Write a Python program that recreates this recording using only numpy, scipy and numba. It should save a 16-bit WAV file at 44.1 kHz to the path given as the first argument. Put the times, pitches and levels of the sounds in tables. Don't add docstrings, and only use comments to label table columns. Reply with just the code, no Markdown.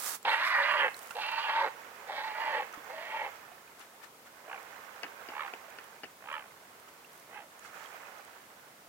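import sys
import numpy as np
from scipy import signal
from scipy.fft import rfft, irfft
from scipy.io import wavfile
from numba import njit

SR = 44100
rng = np.random.default_rng(int(sys.argv[2]) if len(sys.argv) > 2 else 0)


def wrap_up_sound(samples):
    columns = np.atleast_2d(samples).T
    tamed = np.clip(columns, -1, 1)
    steps = np.round(tamed * 32767).astype(np.int16)
    wavfile.write(sys.argv[1], SR, steps)


N = 391608
T = np.arange(N) / SR
FREQS = np.fft.rfftfreq(N, 1 / SR)

# frequency in Hz, relative level in dB.
CITY_SPECTRUM = [(15, -69), (25, -32), (59, -13), (133, -6.5), (157, -5.5), (241, -2.5), (261, -2.5),
                 (342, -3), (437, -0.5), (749, -2), (955, -1.5), (1550, -7.5), (3050, -9.5), (5090, -11.5),
                 (15800, -14)]
WASH_SPECTRUM = [(150, -39), (450, 1.5), (900, 3.5), (1450, 4), (2100, 0), (3000, -8), (4200, -17.5),
                 (7000, -16.5), (10000, -29.5), (15000, -15)]
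PLASH_SPECTRUM = [(200, -16), (700, 1), (1350, 10), (2600, 2), (4200, -4.5), (7000, -4.5), (15000, -16)]
SPRAY_SPECTRUM = [(40, -52), (180, -19), (330, -14), (821, -6.5), (1200, 0.5), (3000, -10.5), (5130, -6.5),
                  (9140, -4), (15500, -8)]
# frequency in Hz, correlation.
CITY_COHERENCE = [(100, 1), (300, 0.95), (700, 0.66), (1500, 0), (4000, 0), (15000, 0.081)]
# start and end in seconds, level in dB.
WAVELET_SWELLS = [(0.695, 2.045, -52.5), (2.286, 3.24, -51), (4.6, 5.6, -52), (6.49, 7.217, -62.5),
                  (7.785, 8.164, -53)]
# peak time in seconds, relative level in dB, time constant in seconds,
# right minus left in dB.
STONE_PLASHES = [(1.112, -39, 0.0031, 5), (2.743, -42.5, 0.0029, -15), (3.813, -46.5, 0.022, -6),
                 (4.041, -45.5, 0.012, -11), (4.272, -51, 0.0074, -5), (6.889, -49.5, 0.0041, 3),
                 (7.656, -50.5, 0.023, 10), (7.837, -53, 0.02, 9)]
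# start and end in seconds, level in dB,
# fade in dB per second, right minus left in dB, share of power in separate ticks.
SPRAY_BURSTS = [(0, 0.035, -40.5, 198, 8, 0.02), (0.067, 0.152, -38, 638, 8.5, 0.11),
                (0.294, 0.336, -53.5, 78, 4.5, 0.1), (0.458, 0.497, -50.5, 403, 4.5, 0.1),
                (0.565, 1.096, -59.5, 16, 1.5, 0.3), (0.97, 1.13, -60, 178, 3, 0.86),
                (7.12, 7.217, -63, 52, 4.5, .8)]
# start in seconds, relative level in dB, initial bubble pitch in Hz,
# right minus left in dB.
LOUD_DROPS = [(.229, -38.5, 7360, 7), (.9003, -47, 10200, 4), (.944, -33.5, 4070, 6),
              (0.967, -35.5, 8260, 3), (.975, -47, 8600, 6), (.982, -43, 8200, 6), (.9912, -33, 9500, 4),
              (1.008, -48, 8700, 4), (1.0245, -41, 14100, 6), (1.0305, -37, 13500, 6),
              (1.1004, -45, 7660, 6), (1.108, -34.5, 2690, 11), (1.109, -31.5, 1367, 8),
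              (1.117, -43, 10000, 4), (1.134, -46, 13990, 6), (1.267, -43, 10000, 4),
              (1.316, -38, 12310, 8), (1.847, -50, 1275, 6), (2.022, -44, 955, 6), (2.7274, -42, 5930, 6),
              (2.747, -45, 1510, 6), (2.775, -40, 297, 3), (3.456, -46, 1430, 6), (3.517, -41.5, 713, 9),
              (3.677, -46.5, 2440, 9), (3.795, -43, 10300, 8), (4.017, -45, 1740, 3.5),
              (5.704, -46, 7100, 10), (5.842, -43.5, 10200, 8), (6.799, -46, 8300, 6),
              (6.876, -45, 1280, 10), (7.047, -44, 2700, 14), (7.131, -45, 11000, 8),
              (7.1783, -45, 13000, 6), (7.2, -47, 14000, 6), (7.594, -40, 7100, 4), (7.651, -42, 1400, 8),
              (7.693, -41, 1390, 8), (7.816, -42, 1490, 10), (7.859, -41, 3140, 8),
              (8.2498, -43.5, 8150, 8)]
# start in seconds,
# relative level in dB, rattle decay time in seconds, # relative snap level in dB.
CLACK_IMPACTS = [(5.033, -30, 0.092, 6.5), (5.042, -33.5, 0.053, -6), (5.287, -38.5, 0.13, -12),
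                 (5.5367, -34, 0.044, -12), (5.786, -37, .05, -5), (6.0338, -32, 0.071, -7),
                 (6.039, -37, 0.053, -7), (6.0434, -36.5, .05, -7), (7.3445, -45, 0.056, -5)]
# frequency in Hz, bandwidth in Hz, relative gain in dB.
CLACK_MODES = [(347, 270, 1.5), (805, 350, -2), (1560, 700, -1.5), (2000, 720, -1), (2760, 510, 2.5),
               (4800, 950, -17)]
CROAK_MODES = [(540, 100, 1), (823, 52, 7.5), (1180, 210, 4.5), (1676, 290, 1), (2100, 340, 0.5),
               (2720, 730, -4.5), (3600, 1500, -20)]
BILL_MODES = [(1146, 55, 5.5), (1444, 470, -0.5), (1699, 45, 2), (1870, 220, 1.5), (2276, 264, -1)]
RASP_MODES = [(2358, 190, -2.5), (2737, 180, 1), (3103, 280, -5.5)]
HISS_MODES = [(3530, 1100, 4), (4490, 1220, 0), (6250, 1900, -16)]
# peak time and half length in seconds, top pulse rate in Hz, relative level in dB,
# top throat resonance in Hz, puff length in seconds.
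CROAK_CALLS = [(4.528, 0.085, 67.1, -42, 940, 0.0069), (5.406, 0.13, 77.7, -39.5, 1170, 0.0065),
               (6.339, .135, 80.2, -41.5, 1167, 0.0066), (7.372, 0.1, 70.8, -45.5, 934, 0.012)]
# start, end and attack in seconds, nominal bill centre in Hz,
# chest over bill in dB when slack.
SQUAWK_CALLS = [(0.25, 0.881, 0.0019, 1654, -10), (1.152, 1.681, 0.0024, 1500, -4.5),
                (2.091, 2.638, 0.034, 1820, -3), (2.9, 3.284, 0.019, 2004, 0)]
# time in seconds, relative levels of bill, throat and rasp in dB.
REGISTER_LEVELS = [
    [(0.256, -36, -31.5, -43.5), (0.29, -31, -30, -39), (0.38, -34, -40, -42), (0.478, -31.5, -32, -46),
     (0.53, -32.5, -35, -46), (0.542, -30, -30.5, -48.5), (0.635, -30.5, -36, -43.5),
     (0.655, -29.5, -37.5, -38), (0.734, -30, -36, -37), (0.752, -33, -35, -43), (0.778, -32, -38, -40),
     (0.81, -30.5, -32, -33.5), (0.836, -29, -32.5, -38.5), (0.878, -32, -36, -37.5)],
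    [(1.156, -58, -45, -50), (1.168, -49, -35.5, -47.5), (1.224, -43.5, -43.5, -42),
     (1.294, -42.5, -42.5, -40), (1.336, -40.5, -36, -41), (1.36, -41, -44, -42), (1.388, -39.5, -36, -41),
     (1.418, -39, -40.5, -41.5), (1.462, -42.5, -37, -38.5), (1.488, -36.5, -35, -45),
     (1.526, -39.5, -34.5, -44.5), (1.626, -34, -30, -47.5), (1.68, -38, -39.5, -50)],
    [(2.092, -50, -49, -62), (2.102, -45, -39.5, -60), (2.158, -44.5, -44.5, -55), (2.258, -42, -36, -52),
     (2.342, -46, -46.5, -53), (2.358, -40.5, -42, -57), (2.398, -44, -33.5, -51),
     (2.422, -40.5, -38.5, -52), (2.48, -39.5, -36.5, -48), (2.576, -36, -36, -46),
     (2.588, -39.5, -45, -45), (2.6, -37, -35, -46), (2.635, -42, -43, -51)],
    [(2.908, -54, -50, -69), (2.936, -50, -47, -60), (2.968, -52, -60, -60), (2.984, -46.5, -46.5, -56),
     (3.048, -47, -58, -56), (3.074, -46.5, -47, -54), (3.12, -44, -50, -54), (3.134, -43, -37, -52),
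     (3.146, -45, -36.5, -50), (3.186, -42.5, -42, -51.5), (3.226, -40.5, -38, -52),
     (3.274, -48.5, -39, -53), (3.28, -47.5, -44, -58)],
]
# time in seconds, relative level in dB.
HISS_ENVELOPES = [
    [(0.255, -50), (0.289, -47), (0.387, -53), (0.437, -47.5), (0.601, -53.5), (0.623, -51), (0.875, -56)],
    [(1.16, -53.5), (1.21, -50), (1.378, -51.5), (1.388, -44), (1.42, -52), (1.652, -51.5), (1.675, -60)],
    [(2.1, -59), (2.114, -52.5), (2.252, -53), (2.344, -64), (2.378, -60.5), (2.556, -55), (2.63, -59)],
    [(2.91, -65), (2.974, -61), (3.126, -63), (3.172, -60), (3.18, -63), (3.244, -62), (3.28, -67)],
]
# time in seconds, pitch in Hz.
PITCH_CONTOURS = [
    [(.25, 872), (.38, 907), (.465, 1130), (.51, 1089), (.55, 950), (.71, 1000), (.82, 939), (.88, 790)],
    [(1.15, 754), (1.2, 868), (1.24, 838), (1.31, 910), (1.5, 897), (1.62, 922), (1.685, 777)],
    [(2.09, 831), (2.15, 815), (2.25, 899), (2.34, 845), (2.42, 913), (2.53, 881), (2.6, 850), (2.64, 821)],
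    [(2.9, 820), (3.0, 890), (3.08, 851), (3.16, 895), (3.23, 854), (3.285, 804)],
]
# start and end in seconds, first pitch, last pitch
# and waver in Hz, relative level in dB.
VOICE_CATCHES = [(.292, .308, 3700, 4000, 400, -39.5), (.41, 0.45, 1880, 1820, 33, -36),
                 (.535, 0.629, 1914, 1775, 59, -32), (.58, 0.658, 567, 572, 27, -40),
                 (.622, 0.643, 3550, 3890, 300, -42), (.738, .775, 600, 585, 47, -38),
                 (.82, 0.874, 590.6, 510, 53, -39), (.822, 0.864, 2080, 1970, 27, -35),
                 (1.152, 1.183, 501, 542, 62, -44.5), (1.613, 1.624, 927, 895, 20, -29),
                 (1.622, 1.669, 570.6, 509, 51, -45), (2.12, 2.153, 610, 634, 23, -45),
                 (2.477, 2.499, 900, 900, 20, -29), (2.5, 2.587, 595, 545, 42, -44),
                 (2.594, 2.607, 860, 827, 21.9, -31.5), (2.93, 3.045, 621, 683, 22, -50)]


def undb(db):
    return 10 ** (np.asarray(db) / 20)


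def unit(x):
    return x / np.sqrt(np.mean(x ** 2))


def curves(contours):
    times, *columns = np.vstack(contours).T
    return [np.interp(T, times, column) for column in columns]


def nearest(table, centres):
    return np.array(table)[np.searchsorted((centres[1:] + centres[:-1]) / 2, T)].T


def swell(start, end, db, rise, fade):
    return undb(db - rise * np.maximum(start - T, 0) - fade * np.maximum(T - end, 0))


def wander(per_second):
    steps = rng.standard_normal(N // 20)
    return 0.926 * np.interp(T * per_second, np.arange(len(steps)), steps)


def across(points):
    hz, value = np.transpose(points)
    return np.interp(np.log(FREQS + 1), np.log(hz), value)


def colour(x, spectrum):
    return irfft(rfft(x) * unit(undb(across(spectrum))), N)


def pan(x, right_db):
    return x * undb(np.array([[-1], [1]]) * right_db / 2)


def head_shadow(x, right_db):
    return irfft(pan(rfft(x), across([(220, 0), (900, right_db)])), N)


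def blend(pair, coherence):
    correlation = np.clip(across(coherence), -.99, .99)
    mid, side = rfft(pair) * np.sqrt([(1 + correlation) / 2, (1 - correlation) / 2])
    return irfft([mid + side, mid - side], N)


@njit
def bandpass(x, hz, width):
    y, band_state, low_state = np.empty(len(x)), 0., 0.
    for i in range(len(x)):
        g, damping = np.tan(np.pi * hz[i] / SR), width / hz[i]
        band = (band_state + g * (x[i] + 1e-18 - low_state)) / (1 + g * (g + damping))
        band_state, low_state = 2 * band - band_state, low_state + 2 * g * band
        y[i] = damping * band
    return y


def resonate(x, hz, width):
    centre = hz + np.zeros(N)
    return bandpass(bandpass(x, centre, 1.03 * width), centre, 1.03 * width)


def ring(x, modes, stretch=1):
    return sum((-1) ** k * undb(db) * resonate(x, hz * stretch, width)
               for k, (hz, width, db) in enumerate(modes))


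def fizz(per_second, spread_db):
    sizes = undb(spread_db * np.minimum(rng.exponential(size=(2, N)), 5))
    return unit((rng.random((2, N)) < per_second / SR) * sizes * rng.choice([-1, 1], (2, N)))


def shore(x, right_db, shadow_db, scatter_db, tail_db, scatter_t60):
    t, sides = T[:SR], np.array([[-1], [1]])
    turn = 2 * np.pi * 1.7 * T + wander(2.98)
    echoes = 0
    for share in (np.cos(turn), np.sin(turn)):
        noise = rng.standard_normal((2, 2, SR))
        stones = sides * unit(noise[0, 0] * undb(-60 * t / scatter_t60)) * undb(scatter_db)
        bank = unit(noise[1] * undb(-60 * t / 0.19) * np.minimum(t / 0.084, 1)) * undb(tail_db)
        response = (stones + bank) / np.sqrt(SR)
        echoes = echoes + signal.fftconvolve((x * share)[None], response, axes=1)[:, :N]
    echoes = signal.sosfilt(signal.butter(1, 1050, "high", fs=SR, output="sos"), echoes)
    ear_delay_s = 90e-6 * np.sign(shadow_db)
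    direct = rfft(x) * np.exp(1j * np.pi * FREQS * ear_delay_s * sides)
    shadow = across([(600, 0.0093), (2000, shadow_db), (5000, 1.57 * shadow_db)])
    return irfft(pan(direct + rfft(echoes), right_db + shadow), N)


def city():
    noise = blend(rng.standard_normal((2, N)), CITY_COHERENCE)
    return pan(colour(noise, CITY_SPECTRUM) * undb(-57 + 0.033 * wander(2.8)), right_db=-0.5)


def bubbles(per_second, spread_db, quality):
    out, bands = np.zeros((2, N)), 22
    count = int(per_second * N / SR / bands)
    for hz in np.geomspace(400, 13000, bands):
        sizes = undb(spread_db * np.minimum(rng.exponential(size=count), 5)) * rng.choice([-1, 1], count)
        births = np.bincount(rng.integers(0, 2 * N, count), sizes, 2 * N).reshape(2, N)
        out += unit(signal.lfilter(*signal.iirpeak(hz, quality, fs=SR), births)) * np.sqrt(hz)
    return unit(out)


def wavelets():
    froth = unit(bubbles(per_second=5000, spread_db=3, quality=12.3) + 1.25 * rng.standard_normal((2, N)))
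    swill = blend(froth, [(250, 1.0), (700, 0.53), (1500, 0.022), (4000, 0.019)])
    prickle = colour(fizz(per_second=490, spread_db=4),
                     [(2000, -45), (4500, -8), (7000, -15), (10000, -17.5), (15000, -6.5)])
    ripple_power = undb(-65) ** 2
    wavelet_power = sum(swell(*wavelet, rise=38, fade=20.5) ** 2 for wavelet in WAVELET_SWELLS)
    wash = np.sqrt(ripple_power + wavelet_power) * undb(1.4 * wander(25))
    laps = (colour(swill, WASH_SPECTRUM) + undb(-17.5) * prickle) * wash
    surge = sum(pan(undb(db) * np.exp(-np.abs(T - peak) / tau), side_db)
                for peak, db, tau, side_db in STONE_PLASHES)
    plashes = surge * colour(swill, PLASH_SPECTRUM) * undb(-5)
    return head_shadow(laps, right_db=9.5) + plashes


def foam():
    pops = fizz(per_second=1400, spread_db=5)
    crackle = unit(np.array([resonate(ear, hz=6760, width=4200) for ear in pops]))
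    clusters = undb(2.5 * wander(60))
    return pan(crackle * clusters * swell(start=7.64, end=7.9, db=-65.5, rise=150, fade=52), right_db=-1)


def spray():
    sheet = blend(fizz(per_second=7600, spread_db=2.5), [(400, 1.0), (1500, 0)])
    ticks = fizz(per_second=260, spread_db=3.5)
    out = 0
    for start, end, db, fade, side_db, share in SPRAY_BURSTS:
        texture = np.sqrt(1 - share) * sheet + np.sqrt(share) * ticks
        out = out + pan(swell(start, end, db, rise=400, fade=fade), side_db) * texture
    return colour(out, SPRAY_SPECTRUM) * undb(1.2 * wander(54))


def drops(ring_cycles=74, longest_ring_s=0.056, strays_per_second=1.1):
    out, t = np.zeros((2, N)), T[:SR // 5]
    chance = rng.random((int(strays_per_second * T[-1]), 3))
    strays = [(when * T[-1], -48 + 8 * (size - .5), 8060 * 2 ** (pitch - .5), 6)
              for when, size, pitch in chance]
    for start, db, hz, side_db in LOUD_DROPS + strays:
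        t60 = min(ring_cycles / hz, longest_ring_s)
        tick = 0.53 * min(hz / 6000, 1) * rng.standard_normal((2, len(t))) * np.exp(-t / 0.0013)
        rising_hz = hz * (1 + 0.14 * np.minimum(t / t60, 1))
        bubble = np.sin(2 * np.pi * np.cumsum(rising_hz) / SR) * undb(-60 * t / t60)
        at = int(start * SR)
        out[:, at:at + len(t)] += pan(undb(db) * (0.56 * bubble + tick), side_db)[:, :N - at]
    return out


def clacks():
    blows, snaps = np.zeros((2, N))
    t = T[:SR // 4]
    for start, db, t60, snap_db in CLACK_IMPACTS:
        rattle = rng.standard_normal(len(t)) * undb(db + 5.5 - 60 * t / t60)
        at = int(start * SR)
        blows[at:at + len(t)] += rattle
        blows[at] += undb(db + 25)
        snaps[at] += undb(db + snap_db + 24)
        snaps[at:at + len(t)] += rattle * np.exp(-t / 0.0025)
    return ring(blows, CLACK_MODES) - undb(-6.5) * resonate(snaps, 4800, 1300) + undb(-38) * snaps


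def croaks(rate_sag=0.33, throat_sag=0.46, fade_db=18):
    peak, half, top_rate, db, throat_hz, puff_s = nearest(CROAK_CALLS, np.array(CROAK_CALLS)[:, 0])
    slack = np.minimum(np.abs(T - peak) / half, 1)
    sounding = slack < 1
    rate = top_rate * (1 - rate_sag * slack)
    cycles = top_rate * (T - peak) * (1 - rate_sag * slack / 2)
    slaps = np.diff(np.floor(cycles), prepend=0) > 0
    age = cycles % 1 / rate
    puffs = np.exp(-(age / puff_s) ** 4) * rng.standard_normal(N)
    source = sounding * (7 * slaps + puffs) / np.sqrt(puff_s)
    throat = resonate(source, throat_hz * (1 - throat_sag * slack), 275)
    voice = ring(source, CROAK_MODES, stretch=(rate / 70) ** 0.74) + undb(9.5) * throat
    return unit(voice) * np.sqrt(np.mean(sounding)) * undb(db - fade_db * slack ** 1.5)


def membranes(rate, jitter, shimmer_db):
    timing, force = rng.standard_normal((8000, 2)).T
    at = np.searchsorted(np.cumsum(rate) / SR, np.cumsum(np.exp(jitter * timing)))
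    slaps = np.bincount(at[at < N], undb(shimmer_db * force[at < N]), N) / np.sqrt(rate)
    airflow = signal.lfilter([1], [1, -np.exp(-1 / (0.005 * SR))], slaps)
    return unit(slaps) + unit(airflow * rng.standard_normal(N))


def catches(ramp_s=0.006):
    out, waver, shake = np.zeros(N), wander(400), unit(undb(1.8 * wander(110)))
    for start, end, first_hz, last_hz, waver_hz, db in VOICE_CATCHES:
        span = slice(int((start - ramp_s) * SR), int((end + ramp_s) * SR))
        t = T[span]
        hz = np.interp(t, [start, end], [first_hz, last_hz]) + waver_hz * waver[span]
        envelope = np.clip(.5 + np.minimum(t - start, end - t) / (2 * ramp_s), 0, 1)
        out[span] += np.sqrt(2) * undb(db) * envelope * shake[span] * np.sin(2 * np.pi * np.cumsum(hz) / SR)
    return out


def squawks(slap_hz=282.6, rattle_s=0.05, chest_hz=652.5):
    midpoints = np.array(SQUAWK_CALLS)[:, :2].mean(axis=1)
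    start, end, attack, bill_hz, chest_db = nearest(SQUAWK_CALLS, midpoints)
    bill_db, throat_db, rasp_db = curves(REGISTER_LEVELS)
    hiss_db, = curves(HISS_ENVELOPES)
    pitch, = curves(PITCH_CONTOURS)
    progress = np.clip((T - start) / (end - start), 0, 1)
    tension = np.sin(np.pi * progress ** 0.86)
    slack = 1 - tension
    rattle = np.exp(-(np.minimum(np.abs(T - start), np.abs(T - end)) / rattle_s) ** 2)
    pulses = membranes(slap_hz * (1 - 0.58 * rattle), jitter=0.3, shimmer_db=-1)
    opening_puff = undb(8) * np.exp(-np.abs(T - start - .002) / .003) * rng.standard_normal(N)
    source = pulses + opening_puff
    phase = 2 * np.pi * np.cumsum(pitch * (1 + 0.02006 * wander(160))) / SR
    tone = unit(np.sin(phase) * undb(3.2 * wander(120)))
    locked = np.interp(bill_db - throat_db, [-7, 7], [.65, .25]) * (1 - rattle)
    throat = np.sqrt(locked) * tone + np.sqrt(1 - locked) * unit(resonate(source, pitch, 230))
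    chest_centre = chest_hz * (1 - 0.22 * slack + 0.0074 * wander(25.3))
    chest = unit(resonate(source, chest_centre, 120)) + undb(-13.5) * unit(resonate(source, 474, 420))
    stretch = (1.02 - 0.04 * slack) * (1 + 0.03 * wander(30.28)) * (pitch / 920) ** 0.2
    bill = unit(bandpass(ring(source, BILL_MODES, stretch), bill_hz * stretch, 700.0))
    rasp = unit(ring(source, RASP_MODES, stretch)) * undb(rasp_db + 0.5)
    hiss = unit(ring(source, HISS_MODES, stretch)) * undb(hiss_db + 1.5)
    body = (chest * undb(chest_db - 7.5 * tension) - bill) * undb(bill_db)
    voice = throat * undb(throat_db - 0.05) + body - rasp + hiss
    shoves = unit(undb(1.3 * wander(170)))
    gate = np.clip(1 + (T - start) / attack, 0, 1) * np.clip(1 - (T - end) / 0.013, 0, 1)
    return (voice * shoves + catches()) * gate


def scene():
    near = shore(squawks(), right_db=0.5, shadow_db=5, scatter_db=-7.5, tail_db=-11.5, scatter_t60=0.013)
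    far = shore(croaks(), right_db=2, shadow_db=5, scatter_db=-4, tail_db=-15, scatter_t60=0.016)
    knocks = shore(clacks(), right_db=4.5, shadow_db=-8, scatter_db=-8, tail_db=-29, scatter_t60=0.0076)
    water = drops() + spray() + foam() + wavelets()
    return city() + water + knocks * undb(-2) + far * undb(-0.3) + near * undb(0.4)


def record(dry, cutoff_hz=15850):
    return signal.sosfilt(signal.ellip(10, .1, 75, cutoff_hz, fs=SR, output="sos"), dry)


dry = scene()
out = record(dry)
wrap_up_sound(out)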